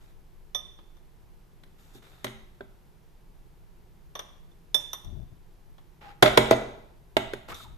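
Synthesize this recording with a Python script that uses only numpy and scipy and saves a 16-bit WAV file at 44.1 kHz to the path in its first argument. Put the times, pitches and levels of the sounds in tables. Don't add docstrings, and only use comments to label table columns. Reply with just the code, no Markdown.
import sys
import numpy as np
from scipy import signal
from scipy.fft import rfft, irfft, next_fast_len
from scipy.io import wavfile
from scipy.ndimage import uniform_filter1d

SR = 44100
rng = np.random.default_rng(int(sys.argv[2]) if len(sys.argv) > 2 else 0)


def waveform_to_disk(signal):
    frames = np.transpose(np.atleast_2d(signal))
    scaled = np.clip(frames, -1, 1) * 32767
    samples = np.round(scaled).astype(np.int16)
    wavfile.write(sys.argv[1], SR, samples)


N = 342657


def from_db(db):
    return 10 ** (np.asarray(db) / 20)


def rms_one(x):
    return x / np.sqrt(np.mean(x ** 2) + 1e-20)


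def at_hz(points, hz):
    table_hz, values = np.array(points).T
    return np.interp(np.log(hz + 1), np.log(table_hz), values)


def pan(db):
    return rms_one(from_db([[db / 2], [-db / 2]]))


def add(out, s, sound):
    i = int(s * SR)
    out[:, i:i + sound.shape[1]] += sound[:, :N - i]


def noise(spectrum, likeness, size):
    n = next_fast_len(size)
    hz = np.arange(n // 2 + 1) * SR / n
    alike = np.clip(at_hz(likeness, hz), -1, 1)
    mid, side = np.exp(2j * np.pi * rng.random((2, len(hz))))
    both = np.sqrt(1 + alike) * mid + np.sqrt(1 - alike) * side * [[1], [-1]]
    coloured = both * from_db(at_hz(spectrum, hz)) * (hz > 0)
    return rms_one(irfft(coloured, n)[:, :size])


# [f/Hz, likeness]
HIT_LIKENESS = [(100, 0.85), (350, .9), (700, 0.091), (1500, 0), (4000, 0), (7000, 0.91), (14000, 0.098)]


def burst(spectrum, contact_s, t60):
    t = np.arange(SR // 8) / SR
    rise = np.minimum(t / contact_s, 1)
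    decay = 10 ** (-3 * np.maximum(t - contact_s, 0) / t60)
    return rise * decay * noise(spectrum, HIT_LIKENESS, size=len(t))


def ring(modes, contact_s, spread_db, length=1, detune=0):
    t, out = np.arange(SR) / SR, 0
    for hz, db, t60, side_db in modes:
        phase = 2 * np.pi * rng.random() + np.array([[.5], [-.5]]) * min(hz / 700, 1.3)
        swing = np.sin(2 * np.pi * hz * (1 + detune * rng.normal()) * t + phase)
        decay = np.exp(-np.log(1000) * t / (t60 * length))
        level = from_db(db + spread_db * rng.normal())
        out = out + level * pan(side_db) * decay * swing
    return out * np.minimum(t / contact_s, 1)


def swells(rows, attack_s, sag_db_per_s, release_s, axis):
    out = 0
    for row in rows:
        t, length = np.arange(N) / SR - row[0], row[1]
        held = from_db(row[axis] - sag_db_per_s * np.clip(t, 0, length))
        rise = np.clip(t / attack_s, 0, 1)
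        out = out + held * rise * np.exp(-np.maximum(t - length, 0) / release_s)
    return out


# [f/Hz, relative level/dB]
FLOOR = [(12, -29), (20, 5.5), (49, -8.5), (87, -16.5), (169, -14), (199, -21.5), (286, -28), (347, -20.5),
         (470, -27), (555, -31.5), (914, -29.5), (1170, -35), (8620, -49.5), (13800, -45.5), (15000, -58)]
# [f/Hz, likeness]
FLOOR_LIKENESS = [(30, 0.06), (120, 0.71), (400, 0.54), (1000, 0.15), (4000, 0.52), (7000, 0.59),
                  (14000, 0.52)]


def background():
    return from_db(-52) * noise(FLOOR, FLOOR_LIKENESS, size=N)


# [f/Hz, t60/s]
ROOM_T60 = [(100, 1.38), (300, 0.49), (700, 0.7269), (2000, 0.62), (4000, 0.68), (8000, 0.5), (14000, 0.3)]
# [f/Hz, relative level/dB]
ROOM_COLOUR = [(60, 1), (150, 0), (400, -1.5), (1000, -0.5), (2500, 2), (5000, -3), (9000, 1), (14000, 0)]


def kitchen(x, wet_db, build_s):
    t = np.arange(SR) / SR
    hz = np.arange(SR // 2 + 1)
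    echoes = rfft(noise(ROOM_COLOUR, HIT_LIKENESS, size=SR))[:, :len(hz)]
    centres = np.geomspace(60, 15360, 9)
    tail = 0
    for centre, share in zip(centres, np.eye(len(centres))):
        band = irfft(echoes * at_hz(np.c_[centres, share], hz), SR)
        tail = tail + band * np.exp(-np.log(1000) * t / at_hz(ROOM_T60, centre))
    build_up = 1 - np.exp(-(t / build_s) ** 2)
    tail = rms_one(tail * build_up) / np.sqrt(SR)
    feed = 0.59 * x + .25 * x[::-1]
    return from_db(wet_db) * signal.fftconvolve(feed, tail, axes=1)[:, :N]


def grains(per_s, t60, spread_db):
    sizes = from_db(spread_db * np.clip(rng.standard_normal(N), -2, 2))
    slips = (rng.random(N) < per_s / SR) * sizes
    keep = np.exp(-2 * np.log(1000) / (t60 * SR))
    power = signal.lfilter([1], [1, -keep], slips ** 2 + 1e-18)
    return rms_one(np.sqrt(power))


# [t/s, length/s, scrape level/dB, crumb rustle level/dB, singing steel level/dB]
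STROKES = [(.005, .11, -67, -73.5, -73.5), (1.78, 0.2, -66.5, -68.5, -73.5),
           (1.935, 0.043, -65, -67.5, -61.5), (2.02, 0.29, -59.5, -69, -65.5), (6.008, 0.11, -51, -72, -78),
           (7.481, 0.042, -38, -54.5, -54), (7.54, 0.1, -58, -57.5, -50.5)]
STROKE_ATTACK_S, STROKE_SAG_DB_PER_S, STROKE_RELEASE_S = .006, 19.5, 0.012
# [f/Hz, relative level/dB]
SCRAPE = [(200, -4.5), (550, -2.5), (820, 1.5), (950, -5.5), (1300, 0.5), (1800, -4), (2800, -8.5),
          (4200, -14.5), (5000, -19), (8000, -40.5)]
# [f/Hz, relative level/dB]
RUSTLE = [(2500, -23.5), (4500, -2.5), (7500, -2), (9200, -9.5), (12800, -0.5), (15000, -12)]
# [f/Hz, relative level/dB]
SPOON_SING = [(2500, -33), (3300, -18.5), (3650, -8.5), (4000, -17.5), (5000, -33.5)]


def digging():
    shape = STROKE_ATTACK_S, STROKE_SAG_DB_PER_S, STROKE_RELEASE_S
    slips = grains(per_s=850, t60=0.025, spread_db=2.5)
    crumbs = grains(per_s=2800, t60=0.016, spread_db=1.0)
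    scrape = swells(STROKES, *shape, axis=2) * slips * noise(SCRAPE, HIT_LIKENESS, size=N)
    rustle = swells(STROKES, *shape, axis=3) * crumbs * noise(RUSTLE, HIT_LIKENESS, size=N)
    sing = swells(STROKES, *shape, axis=4) * slips * noise(SPOON_SING, HIT_LIKENESS, size=N)
    return scrape + rustle + sing


JAR_MAIN_HZ = 3530


def tilted(table, db_per_octave):
    out = []
    for hz, db, *rest in table:
        octaves_above = max(np.log2(hz / JAR_MAIN_HZ), 0)
        out.append((hz, db + db_per_octave * octaves_above, *rest))
    return out


# [t/s, jar ring level/dB,
# spoon ring level/dB, dull tap level/dB, jar brightness/dB per octave, ring length/share of the usual]
CLINKS = [(0.5474, -23.5, -27.5, -35.5, -8, 0.97), (.787, -80, -70, -51, -3, 0.46),
          (0.968, -76.5, -59.5, -63, 7, 0.27), (4.1522, -43.5, -33, -34.5, -7, .55),
          (4.1915, -36, -31.5, -34, -1, 0.34), (4.515, -65, -73, -72, 0, 0.56),
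          (4.7443, -14, -45, -31, -0.1, 0.82), (4.931, -44.5, -26, -35.5, 3, 0.52),
          (5.046, -70, -45, -56, 0, 0.24), (5.781, -75, -65, -53, 0, .4), (7.543, -53.5, -39, -63, -3, .4)]
# [f/Hz, relative level/dB, usual t60/s, left-right/dB]
JAR = [(587, -21, 0.19, -5.5), (3170, -22, .06, -3), (3521, 4, 0.13, -16), (3600, -23.5, 0.35, -2.5),
       (5570, -13, 0.14, -9.5), (5510, -23, 0.26, -1.5), (5730, -22.5, 0.097, -0.5),
       (6934, -25.5, 0.03, -3), (8300, -36, 0.12, -12.5), (9380, -23.5, 0.13, -8), (10160, -26.5, 0.13, -3),
       (11230, -32.5, .06, -5), (11800, -23.5, 0.083, -5.5), (13400, -23, .18, 0.5),
       (14130, -36.5, .18, -10.5)]
# [f/Hz, relative level/dB, usual t60/s, left-right/dB]
SPOON = [(1094, -9.5, 0.014, 8), (1238, -13.5, .16, -1), (3560, -14, 0.61, 0.5), (3586, -4, .16, -4.5),
         (5744, -26, 0.3, -0.5), (5970, -3.5, 0.1, -0.5), (8510, -35.5, .25, 1.5), (9980, -26, 0.11, 7),
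         (10050, -26.5, 0.11, 2), (12640, -15.5, .16, 3.5), (13030, -33, .25, -0.5)]
# [f/Hz, relative level/dB]
TAP = [(100, -22.5), (350, -5.5), (580, -1.5), (800, -2), (1150, 2.5), (1450, -11), (1850, -6.5),
       (2600, -18), (3300, -6), (4500, -19.5), (8000, -36.5)]
# [f/Hz, relative level/dB]
CHINK = [(2000, -10.5), (3000, -10), (3550, 8.5), (4400, -23.5), (5150, -4), (5750, 5), (6500, -11.5),
         (7100, -6), (7700, -17), (9700, -6), (11000, -13.5), (12900, -3), (15000, -14.5)]
CHINK_DB = -8
TOUCH_DAMPING_DB, TOUCH_S = -7.5, .018


def jar_clinks():
    strikes, rings = np.zeros((2, 2, N))
    t = np.arange(N) / SR
    for s, jar_db, spoon_db, tap_db, brightness_db, length in CLINKS:
        jar, spoon = from_db(jar_db), from_db(spoon_db)
        rings = rings * np.interp(t, [s, s + TOUCH_S], [1, from_db(TOUCH_DAMPING_DB)])
        jar_modes = tilted(JAR, brightness_db)
        add(rings, s, jar * ring(jar_modes, contact_s=0.0014, spread_db=0.9, length=length))
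        add(rings, s, spoon * ring(SPOON, contact_s=.001, spread_db=0.5, length=length))
        add(strikes, s, from_db(tap_db) * burst(TAP, contact_s=0.002, t60=0.071))
        chink = burst(tilted(CHINK, brightness_db), contact_s=.001, t60=0.04)
        add(strikes, s, from_db(CHINK_DB) * np.hypot(jar, spoon) * chink)
    return strikes + rings + kitchen(strikes + from_db(-5.5) * rings, wet_db=-6.5, build_s=0.006)


# [t/s, contact time/s, weight of the blow level/dB, hard edge level/dB, tick level/dB,
# base thump level/dB, worktop boom level/dB, time until the rocking bowl lands/s (0 = it stays put)]
KNOCKS = [(1.635, 0.001, -71.5, -48.5, -62, -80, -65.5, 0.00017),
          (1.949, 0.0074, -55.5, -70, -59, -46, -51.5, 0), (2.2435, 0.0024, -31, -25, -34, -30, -38, 0.022),
          (2.607, .0021, -42, -47, -70, -28.5, -51.5, 0),
          (6.224, 0.0059, -6.5, -6.5, -18, -7.5, -21, 0.032),
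          (6.373, .004, -6, -7.5, -19.5, -13.5, -20, 0.000039),
          (6.5095, 0.0024, -10, -16, -27, -13.5, -25.5, 0),
          (7.1671, 0.0011, -16.5, -13.5, -32.5, -19.5, -33.5, 0),
          (7.3342, 0.0021, -40, -33.5, -44, -20.5, -45, 0)]
REBOUND_GAP_SHARE, REBOUND_LOSS_DB = .55, -7.5
LANDING_WEIGHT_DB, LANDING_TICK_DB = -7.5, -16.5


def blows():
    lighter_db = np.array([LANDING_WEIGHT_DB, 0, LANDING_TICK_DB, LANDING_WEIGHT_DB, LANDING_WEIGHT_DB])
    for s, contact_s, *levels_db, rock_s in KNOCKS:
        yield s, contact_s, levels_db
        if rock_s > 0:
            delays = [rock_s, rock_s * (1 + REBOUND_GAP_SHARE)]
            for k, delay in enumerate(delays):
                yield s + delay, contact_s, lighter_db + levels_db + (k + 1) * REBOUND_LOSS_DB


# [f/Hz, relative level/dB]
THUD = [(60, -31), (130, -16.5), (200, -13), (310, -9.5), (410, -3), (500, -5), (660, 3.5), (850, -5),
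        (1100, -6.5), (1500, -17), (3000, -50)]
# [f/Hz, relative level/dB]
CLACK = [(300, -12), (700, -4), (1050, -10), (1400, -1), (1700, -8), (2000, -1), (2600, -11.5),
         (3700, -5.5), (4900, -22.5), (8000, -37)]
# [f/Hz, relative level/dB]
TICK = [(1500, -22), (4000, -1), (6300, 0), (8500, -5), (11000, -4), (13500, -4.5), (16000, -18)]
# [f/Hz, relative level/dB, t60/s, left-right/dB]
BASE = [(393.4, 2, 0.039, -1), (543, -5, 0.028, -7), (1564, -2.5, 0.02, 2)]
# [f/Hz, relative level/dB, t60/s, left-right/dB]
BOWL = [(611.5, -1, 0.28, -18.5), (604, 4.5, 0.11, -18), (680, -21, 0.61, -8.5), (722, -8.5, 0.22, -12),
        (810, -13.5, 0.53, -7.5), (901, -7, 0.23, -3.5), (1014, -4.5, 0.15, 3.5), (1390, -11.5, 0.29, 3),
        (1570, -9.5, 0.15, -3), (1950, -14.5, .3, -1.5), (2024, -14.5, 0.52, -2), (2250, -23.5, 0.29, -3),
        (2622, -23, .25, -5), (3510, -17, 0.32, -10)]
# [f/Hz, relative level/dB, t60/s, left-right/dB]
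WORKTOP = [(43.3, -19, 0.76, 2), (59.7, -18, 0.99, 0.14), (123.1, -2, 0.36, 0.22),
           (168, -11.5, 0.28, 0.083), (221, -4, 0.41, 0.36), (269.8, 0, 0.21, 0.21), (359, -0.5, 0.19, 0),
           (389.9, -7.5, 0.42, 0.19)]
WALL_DB = -13.5
BOWL_SIDE_DB = -.5


def bowl_knocks():
    strikes, rings = np.zeros((2, 2, N))
    for s, contact_s, (weight_db, edge_db, tick_db, base_db, boom_db) in blows():
        thud = from_db(weight_db) * burst(THUD, contact_s, t60=0.046) * pan(-4.5)
        clack = from_db(edge_db) * burst(CLACK, contact_s, t60=0.029)
        tick = from_db(tick_db) * burst(TICK, contact_s * 0.26, t60=0.041)
        base = from_db(base_db) * ring(BASE, contact_s, spread_db=1.5)
        wall = from_db(weight_db + WALL_DB) * ring(BOWL, contact_s, spread_db=3.0, detune=0.009)
        boom = from_db(boom_db) * ring(WORKTOP, contact_s=0.0034, spread_db=0.5)
        add(strikes, s, pan(BOWL_SIDE_DB) * (thud + clack + tick))
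        add(rings, s, pan(BOWL_SIDE_DB) * (base + wall + boom))
    return strikes, rings


# [t/s, length/s, level/dB]
PUFFS = [(5.04, 0.19, -37.5), (5.3, 0.037, -46), (7.49, .05, -40.5), (7.61, 0.14, -47)]
PUFF_ATTACK_S, PUFF_RELEASE_S = .025, 0.027
# [f/Hz, relative level/dB]
GUST = [(12, -29), (20, -10), (43, 2.5), (124, -6.5), (316, -24.5), (409, -24.5), (492, -53), (600, -27),
        (780, -35), (1320, -120)]


def air_puffs():
    puffs = swells(PUFFS, PUFF_ATTACK_S, 0, PUFF_RELEASE_S, axis=2)
    return puffs * pan(16.0) * noise(GUST, FLOOR_LIKENESS, size=N)


# [t/s, length/s, starting f/Hz, final f/Hz, level/dB]
SQUEAKS = [(6.005, 0.14, 830.4, 798, -48), (7.508, 0.032, 1055, 1398, -40.5),
           (7.599, 0.019, 1320, 1205, -44), (7.636, 0.0454, 1078, 773, -51)]
SQUEAK_UNEVENNESS = 0.063


def squeaks():
    out = np.zeros((2, N))
    for s, length, start_hz, end_hz, db in SQUEAKS:
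        progress = np.minimum(np.arange(SR // 8) / SR / length, 1)
        unevenness = rms_one(uniform_filter1d(rng.standard_normal(len(progress)), size=40))
        glide = start_hz + (end_hz - start_hz) * progress
        pitch = glide * (1 + SQUEAK_UNEVENNESS * unevenness)
        tone = np.sin(2 * np.pi * np.cumsum(pitch) / SR)
        add(out, s, from_db(db) * pan(0) * np.sin(np.pi * progress) * tone)
    return out


# [t/s, length/s, f/Hz, level/dB]
CHATTER = [(6.243, 0.037, 608, -16), (6.513, 0.021, 653, -14.5)]


def bowl_chatter():
    out, t = np.zeros((2, N)), np.arange(SR // 8) / SR
    for s, length, hz, db in CHATTER:
        held = np.minimum(t / 0.0054, 1) * np.exp(-np.maximum(t - length, 0) / 0.0079)
        swing = np.sin(2 * np.pi * hz * t + np.array([[.5], [-.5]]))
        rasp = np.maximum(swing, 0) ** 2 * noise(CLACK, HIT_LIKENESS, size=len(t))
        add(out, s, from_db(db) * held * (pan(-8) * swing + from_db(-8.5) * rasp))
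    return out


def scene():
    strikes, rings = bowl_knocks()
    contacts = strikes + digging() + squeaks()
    tones = rings + bowl_chatter()
    echoes = kitchen(contacts + from_db(-10) * tones, wet_db=-6.0, build_s=0.0031)
    bowl = contacts + tones + echoes
    return jar_clinks() + bowl + air_puffs() + background()


CUTOFF_HZ = 14400


def record(dry):
    rounded = dry / (1 + dry ** 6) ** (1 / 6)
    low_pass = signal.ellip(10, .2, 70, CUTOFF_HZ, fs=SR, output="sos")
    return signal.sosfilt(low_pass, rounded)


dry = scene()
out = record(dry)
waveform_to_disk(out)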